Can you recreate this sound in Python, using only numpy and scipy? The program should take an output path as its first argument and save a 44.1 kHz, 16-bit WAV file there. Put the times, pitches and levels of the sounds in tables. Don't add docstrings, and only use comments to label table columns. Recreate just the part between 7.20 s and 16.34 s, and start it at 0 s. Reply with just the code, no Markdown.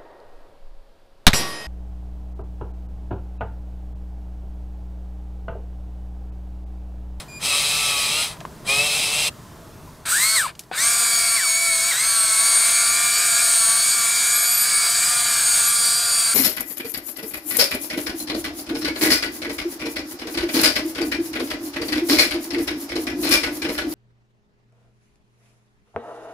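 import sys
import numpy as np
from scipy import signal
from scipy.fft import rfft, irfft, next_fast_len
from scipy.io import wavfile
from scipy.ndimage import uniform_filter1d, map_coordinates

SR = 44100
rng = np.random.default_rng(int(sys.argv[2]) if len(sys.argv) > 2 else 0)


def output_pcm(signal):
    pcm = np.clip(np.atleast_2d(signal).T, -1, 1) * 32767
    wavfile.write(sys.argv[1], SR, np.round(pcm).astype(np.int16))


def to_linear_factor(level_db):
    exponent = np.asarray(level_db, float) / 20
    return 10 ** exponent


N = 403074

# f/Hz, level/dB
GEAR_CASE = [(7200, -10), (8000, -3), (8830, 0), (8980, -4), (9300, -12)]
STALL = .42


def tracks():
    # on t/s, rise t/s, off t/s, fall t/s, level/dB
    rattle_runs = [
        (2.852, .005, 2.87, .04, -9),
        (2.85, .05, 3.19, .145, 1.5),
        (3.505, .09, 10, .1, 0),
    ]
    # t/s, level/dB
    grind = [(3.9, -19), (4.15, -20.5), (4.5, -21), (4.7, -19.5), (4.82, -20.5), (5.6, -18.5), (6.8, -19),
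             (7.34, -21), (8, -18.5), (9.14, -20.5)]
    # f/Hz, level/dB per Hz
    housing_low = [(240, -23.5), (400, -18.5), (681, -8.5), (818, -11.5), (1150, -4.5), (1640, 1),
                   (2010, -9), (2300, 0.5), (2900, -10.5), (4600, -8), (5980, -32), (10100, -120)]
    housing_high = [(1650, -27.5), (2800, -18.5), (3740, -10.5), (4000, -5.5), (4300, -16.5), (4650, -2.5),
                    (5830, -6), (6600, -1), (7350, 0), (8260, 6.5), (9080, 3), (9760, -6), (12700, -10.5),
                    (15300, -22.5), (15900, -25)]
    # f/Hz, width/Hz, level/dB
    frame_modes = [(3350, 290, -14.5), (4220, 140, -12), (9950, 210, -13.5), (12100, 320, -14.5),
                   (14600, 420, -9.5)]
    left = left_track()
    right, slack = right_track()
    tones, same, beat = np.add(left, right)
    (effort_db,), _ = curves([grind], off_db=0)
    low_db = -8.5 + 5 * uniform_filter1d(slack * 1., size=900)
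    gears = rattle(rattle_runs, effort_db, low_db, 1.0, housing_low, housing_high, frame_modes,
                   same, beat, locked=.45, depth=.078, patchy_db=2.0)
    return tones + to_linear_factor(-2.0) * gears


def left_track():
    # t/s, shaft turns per s, load level/dB
    left_cruise = [(3.826, 231, -0.5), (4.141, 220, 0), (4.205, 231, 2), (4.3, 222, 10.5),
                   (4.45, 225, 10.5), (4.545, 220, 6), (4.69, 227, 6), (4.96, 216, -12), (5.3, 220.5, 1),
                   (6.05, 228, 1), (6.35, 222, -6), (6.8, 226, 0), (7.4, 227, -3), (7.55, 223.3, 2),
                   (8.05, 228, -7.5), (8.19, 224, -10), (8.8, 227.5, -21), (9.14, 222.5, -7)]
    # on t/s, off t/s, share of speed at take-up, spin-up t/s, bluntness of the spin-up
    left_runs = [
        (3.52, 10, .45, .07, 1.1),
    ]
    left_orders = [
        [3, 4.69, 6, 7.69, 8, 15, 17.7],
        [10],
        [20, 24],
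        [30, 35],
        [38, 40, 46, 50],
    ]
    left_strengths = [
        [-1, -4, -1, -2, -2, -5, 1],
        [0],
        [-1, -12],
        [0, -7],
        [-11, 0, -17, -15],
    ]
    # level/dB at full speed, dB per decade of speed, share of load, dB added while speed changes
    left_laws = [(-45, 150, .4, 0), (-33.5, 0, 1.05, 7), (-31.5, -20, .1, 0), (-29.5, 70, .1, 0),
                 (-21.5, 0, -.1, 0)]
    # share of speed lost, fall t/s, recovery t/s
    battery_sag = (.33, .016, .07)
    lost, fall, recovery = battery_sag
    since_sag = np.clip(np.arange(N) / SR - 4.71, 0, None)
    share, meshed = throttle(left_runs)
    sag = lost * (1 - np.exp(-since_sag / fall)) * np.exp(-since_sag / recovery)
    speed, off_db, levels = drive(left_cruise, share * (1 - sag), meshed, left_laws)
    levels[-1] += along(GEAR_CASE, 40 * speed)
    return motor(speed, off_db, levels, left_orders, left_strengths, sway=.0022, flutter_db=2.6, fade=.5)


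def right_track():
    # t/s, shaft turns per s, load level/dB
    right_cruise = [(3.7, 238.1, -1.5), (4.15, 229.3, 0), (4.9, 232, -1.5), (5.08, 221.3, 0.5),
                    (5.49, 233.4, 2), (6.05, 239.3, 3.5), (6.12, 233.2, 3), (6.22, 238, 3), (6.44, 228, -4),
                    (6.735, 238.2, -3), (6.864, 232.7, -1), (7.064, 236.9, -0.5), (7.35, 240.8, -2),
                    (7.683, 236.5, -6), (7.98, 239, 1.5), (8.526, 234.9, -3), (8.825, 237.7, -10),
                    (9.14, 231.2, -7)]
    # on t/s, off t/s, share of speed at take-up, spin-up t/s, bluntness of the spin-up
    right_runs = [
        (2.855, 3.158, .45, .115, 1.9),
        (3.515, 4.165, .55, .05, 1.05),
        (4.72, 10, .55, .055, 1.05),
    ]
    right_orders = [
        [3, 5, 6, 7],
        [9, 10, 10.31],
        [19, 20, 21, 30],
        [40],
    ]
    right_strengths = [
        [-9, 1, 1, -2],
        [-10, 0, -11],
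        [-5, 0, -7, -9],
        [-2],
    ]
    # level/dB at full speed, dB per decade of speed, share of load, dB added while speed changes
    right_laws = [(-39.5, 110, .2, 0), (-36, 10, 1.05, 11), (-33.5, 35, -.55, 0), (-25, 5, .05, 0)]
    backing_db = [2.1, 8.9, 4.8, .3]
    backing = np.arange(N) / SR < 3.4
    share, meshed = throttle(right_runs)
    speed, off_db, levels = drive(right_cruise, share, meshed, right_laws)
    levels = [level + db * backing for level, db in zip(levels, backing_db)]
    speed = speed * np.where(backing, .93, 1)
    levels[-1] += along(GEAR_CASE, 40 * speed / 1.027)
    sound = motor(speed, off_db, levels, right_orders, right_strengths, sway=.0025, flutter_db=2.8, fade=1.8)
    return sound, (share > STALL) & ~meshed


def throttle(runs):
    coast_s, take_up_s = .2, .0516
    t = np.arange(N) / SR
    share, slack = np.zeros(N), np.zeros(N, bool)
    for on, off, first, spin_up, blunt in runs:
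        lag = np.exp(-(np.clip(t - on, 0, None) / spin_up) ** blunt)
        rise = (t > on) * (1 - (1 - first) * lag)
        share += rise * np.clip(1 - (t - off) / coast_s, 0, 1)
        slack |= (t > on) & (t < on + take_up_s)
    return share, (share > STALL) & ~slack


def drive(cruise, share, meshed, laws):
    brisk = 710
    (full, load_db), _ = curves([cruise], off_db=0)
    off_db = -60 * (1 - uniform_filter1d(meshed * 1., size=600))
    share = np.maximum(share, STALL)
    strain = np.tanh(np.abs(np.gradient(full.mean() * share)) * SR / brisk)
    levels = [db + slope * np.log10(share) + part * load_db + push * strain for db, slope, part, push in laws]
    return full * share, off_db, levels


def slewing():
    # t/s, shaft turns per s, load level/dB
    swings = [
        [(.224, 147, -11), (.346, 143, 1.5), (.412, 146, -6), (.6, 147, -1), (.768, 141, 2), (.864, 140, -6),
         (.984, 155, 0.5), (1.078, 160, -18)],
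        [(1.472, 131, -8), (1.495, 135, 7.5), (1.65, 149, 4.5), (1.735, 143.5, -1), (1.807, 157, -3),
         (1.865, 145, 0), (2.061, 153, -4.5), (2.095, 150, 1)],
    ]
    slew_orders = [
        [3, 4, 5, 6],
        [8, 9],
        [15.15, 18],
        [27],
    ]
    slew_strengths = [
        [-7, -2, -10, -10],
        [1, 1],
        [-14, -1],
        [-2],
    ]
    flanks = [
        (-43, -41, -30, -33.5),
        (-40, -49, -28, -42),
    ]
    # on t/s, rise t/s, off t/s, fall t/s, level/dB
    swing_runs = [
        (-.3, .1, -.06, .13, -22),
        (.178, .075, 1.025, .17, -21),
        (1.435, .062, 2.082, .022, -21),
    ]
    # f/Hz, level/dB per Hz
    swing_low = [(180, -43), (300, -25), (566, -8.5), (1300, -9), (1650, -15), (2000, -9), (2600, -33),
                 (4400, -120)]
    swing_high = [(1200, -53), (2100, -1), (4000, -3), (6300, -3.5), (7000, -4), (7800, -3), (11000, -2.5),
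                  (16000, -14.5)]
    # f/Hz, width/Hz, level/dB
    shell_modes = [(2516, 235, -5), (3200, 134, -1.5), (3910, 390, -3), (4274, 70, -0.5), (4710, 97, -3.5),
                   (5280, 130, -4), (5930, 80, -5.5), (6530, 40, -4), (7620, 380, -7.5), (8670, 130, -3.5),
                   (9180, 62, -5.5), (10320, 210, -7), (11900, 64, -11)]
    (speed, load_db), off_db = curves(swings, off_db=-93)
    outward = np.arange(N) / SR < 1.3
    levels = [load_db + np.where(outward, out_db, back_db) for out_db, back_db in zip(*flanks)]
    tones, same, beat = motor(speed, off_db, levels, slew_orders, slew_strengths,
                              sway=.007, flutter_db=3, fade=.5)
    gears = rattle(swing_runs, 0, -11, .65, swing_low, swing_high, shell_modes,
                   same, beat, locked=.38, depth=.14, patchy_db=.9)
    return tones + to_linear_factor(-1.1) * gears


def motor(speed, off_db, family_db, orders, strengths, sway, flutter_db, fade):
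    hunt, drift_db = .0055, 1.7
    speed = speed * (1 + hunt * wobble(15))
    turns = np.cumsum(speed) / SR + sway * wobble(60)
    slack_db = fade * np.log10(speed / speed.max())
    tones = np.zeros(N)
    for level, family, dbs in zip(family_db, orders, strengths):
        level = level + drift_db * wobble(6)
        for k, db in zip(family, dbs):
            gain = to_linear_factor(level + off_db + db + 3.0 + k * slack_db + flutter_db * wobble(30))
            tones += gain * np.sin(2 * np.pi * (k * turns + rng.random()))
    flaws = rng.standard_normal((int(N / SR * 6) + 3, 1, 128))
    flaws = flaws.repeat(2, axis=1).reshape(-1, 256)
    same = map_coordinates(flaws, [np.arange(N) / SR * 6, turns % 1 * 128], order=1)
    beat = np.cos(2 * np.pi * turns) + 0.54 * np.cos(4 * np.pi * turns + 1)
    return tones, same * to_linear_factor(off_db), beat * to_linear_factor(off_db)


def rattle(runs, effort_db, low_db, dulls, low, high, peaks, same, beat, locked, depth, patchy_db):
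    ease, deepest_db = 2.13, 22.5
    t = np.arange(N) / SR
    size = np.zeros(N)
    for on, rise, off, fall, db in runs:
        ramp = np.clip(np.minimum((t - on) / rise, 1 - (t - off) / fall), 0, 1)
        size += to_linear_factor(db) * ramp ** ease
    faint_db = np.minimum(-20 * np.log10(size / size.max() + 1e-9), deepest_db)
    raw = patchy(patchy_db, channels=2) * (1 + depth * beat) * to_linear_factor(0.76 * wobble(30))
    raw = unit(raw) + locked * same
    bright = coloured(modes(raw[0], peaks, between_db=-17.5), high)
    dull = to_linear_factor(low_db + dulls * faint_db - 4.0) * coloured(raw[1], low)
    return size * to_linear_factor(effort_db) * (bright + dull)


def modes(x, peaks, between_db):
    def response(f):
        total = 0
        for k, (centre, width, db) in enumerate(peaks):
            bell = 1j * f * width / (centre * centre - f * f + 1j * f * width)
            total = total + (-1) ** k * to_linear_factor(db) * bell
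        return to_linear_factor(between_db) + abs(total)
    return filtered(x, response)


def whine():
    # f/Hz, level/dB
    chopper = [(2428, -43), (4856, -49), (7300, -48), (9733, -57), (12150, -65), (14567, -65)]
    # t/s, level/dB
    chopper_swell = [(.08, 0), (.11, 3), (.18, 10), (.21, -10), (.23, -30)]
    (swell_db,), off_db = curves([chopper_swell], off_db=-66)
    t = np.arange(N) / SR
    return to_linear_factor(swell_db + off_db) * sum(to_linear_factor(db - 3.0) * np.sin(2 * np.pi * hz * t) for hz, db in chopper)


def squeak():
    # t/s, f/Hz, level/dB
    squeaks = [
        [(5.24, 11000, -43), (5.274, 10670, -42), (5.43, 10540, -46)],
        [(7.124, 11560, -34.5), (7.426, 11900, -28), (7.47, 11900, -38)],
        [(8.451, 11450, -35), (8.481, 11490, -30), (8.51, 11750, -40)],]
    (hz, db), off_db = curves(squeaks, off_db=-74)
    gain = to_linear_factor(db + off_db + 9.5 + 2.8 * wobble(90))
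    return gain * np.sin(2 * np.pi * np.cumsum(hz + 35 * wobble(150)) / SR)


def clicks():
    # t/s, peak level/dB, ring f/Hz, ring t60/s, crack level/dB relative to the ring
    parts = [
        (1.168, -44, 1100, 0.022, 0),
        (1.205, -36, 2500, .01, -4.5),
        (1.211, -29, 670, 0.042, -10),
        (1.252, -14, 1030, 0.011, -25.5),
        (2.675, -40, 1010, .06, -25),
        (3.352, -43, 2980, 0.011, -4.5),
        (3.393, -25.5, 8500, 0.0054, -5),
        (3.408, -46, 11000, .01, -3),
        (3.436, -43, 5000, 0.014, -11),
        (3.514, -23.5, 750, 0.05, -8.5),
    ]
    out, t = np.zeros(N + SR), np.arange(SR // 8) / SR
    for s, db, hz, t60, crack_db in parts:
        ring = to_linear_factor(-60 * t / t60) * np.sin(2 * np.pi * hz * t) * (1 - np.exp(-t / 0.00011))
        band = signal.butter(2, [hz / 2.9, min(2.4 * hz, 12000)], "band", fs=SR)
        grit = unit(signal.lfilter(*band, rng.standard_normal(len(t))))
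        decay = to_linear_factor(-60 * t / 0.024) + 0.12 * to_linear_factor(-60 * t / 0.17)
        out[round(s * SR):][:len(t)] += to_linear_factor(db) * (ring + to_linear_factor(crack_db + 5) * grit * decay)
    return out[:N]


def town():
    # t/s, level/dB
    town_level = [(0.0, -43), (1.07, -41.5), (2.7, -43), (2.9, -47), (4.38, -52), (9.14, -49)]
    # f/Hz, level/dB per Hz
    rumble = [(12, -33), (20, -11), (167, -3.5), (203, -9.5), (444, -13.5), (526, -19.5), (639, -12.5),
              (715, -18), (799, -20.5), (869, -17), (999, -16.5), (2310, -30), (5970, -31), (14600, -36),
              (15900, -43)]
    # f/Hz, correlation
    likeness = [(30, .995), (240, .95), (950, .92), (15000, .9)]

    def mid_side(hz):
        angle = np.arccos(np.clip(along(likeness, hz), -1, 1)) / 2
        return to_linear_factor(along(rumble, hz)) * [np.cos(angle), np.sin(angle)]
    (db,), _ = curves([town_level], off_db=0)
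    mid, side = filtered(patchy(1.2, channels=2), mid_side)
    return to_linear_factor(db + 1.0 + 0.4 * wobble(4)) * unit(np.array([mid + side, mid - side]))


def unit(x):
    return x / np.sqrt(np.mean(x ** 2) + 1e-20)


def along(points, hz):
    f, v = np.transpose(points)
    return np.interp(np.log(hz + 1), np.log(f + 1), v)


def curves(runs, off_db):
    s, *cols = np.transpose(np.concatenate(runs))
    t = np.arange(N) / SR
    on = sum((t > run[0][0]) & (t < run[-1][0]) for run in runs) * 1.
    on = np.clip(uniform_filter1d(on, size=300), 0, 1)
    return np.array([np.interp(t, s, c) for c in cols]), off_db * (1 - on)


def wobble(rate):
    count = int(N * rate / SR) + 2
    return np.interp(np.arange(N) * rate / SR, np.arange(count), rng.standard_normal(count))


def filtered(x, response):
    m = next_fast_len(N + 8192)
    return irfft(rfft(x, m) * response(np.fft.rfftfreq(m, 1 / SR)), m)[..., :N]


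def coloured(x, spectrum):
    return unit(filtered(x, lambda hz: to_linear_factor(along(spectrum, hz))))


def patchy(depth_db, channels):
    z = signal.stft(rng.standard_normal((channels, N)), nperseg=512)[2]
    field = uniform_filter1d(rng.standard_normal(z.shape[1:]), size=3, axis=0)
    field = uniform_filter1d(field, size=24, axis=1)
    return signal.istft(z * to_linear_factor(depth_db * unit(field)), nperseg=512)[1][:, :N]


def scene():
    # f/Hz, left minus right level/dB
    lean = [(150, -.4), (380, 2), (800, 3.3), (2380, 1.1), (8000, 1), (15000, 0)]
    # f/Hz, level/dB
    spread = [(60, -26), (300, -12.5), (1000, -15), (3000, -28.5), (8000, -20), (13000, -18)]
    toy = tracks() + slewing() + whine() + squeak() + clicks()
    tail = rng.standard_normal(2000) * to_linear_factor(-60 * np.arange(2000) / SR / 0.3)
    scatter = signal.fftconvolve(toy, tail / np.linalg.norm(tail))[:N]
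    scatter = filtered(scatter, lambda hz: to_linear_factor(along(spread, hz)))
    direct = filtered(toy, lambda hz: to_linear_factor(along(lean, hz) * [[.5], [-.5]]))
    return direct + scatter * [[1], [-1]] + town()


def narrowed(x):
    # f/Hz, level/dB under the mean
    least_side = [(100, -27.5), (1500, -23.5), (3500, -15), (8000, -16), (12000, -19.5)]
    hz, _, (mid, side) = signal.stft([x[0] + x[1], x[0] - x[1]], SR, nperseg=2048)
    loudness = np.sqrt(np.mean(np.abs(mid) ** 2, axis=0))
    side = side * (np.abs(side) > to_linear_factor(along(least_side, hz))[:, None] * loudness)
    mid, side = signal.istft([mid, side], nperseg=2048)[1][:, :N]
    return np.array([mid + side, mid - side]) / 2


def roll_off(x):
    return signal.sosfilt(signal.butter(12, 16030, fs=SR, output="sos"), x)


def record(dry):
    soft = dry / (1 + np.abs(dry / .58) ** 4) ** (1 / 4)
    mix = narrowed(filtered(soft, lambda hz: hz < 15740))
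    return roll_off(mix)


dry = scene()
out = record(dry)
output_pcm(out)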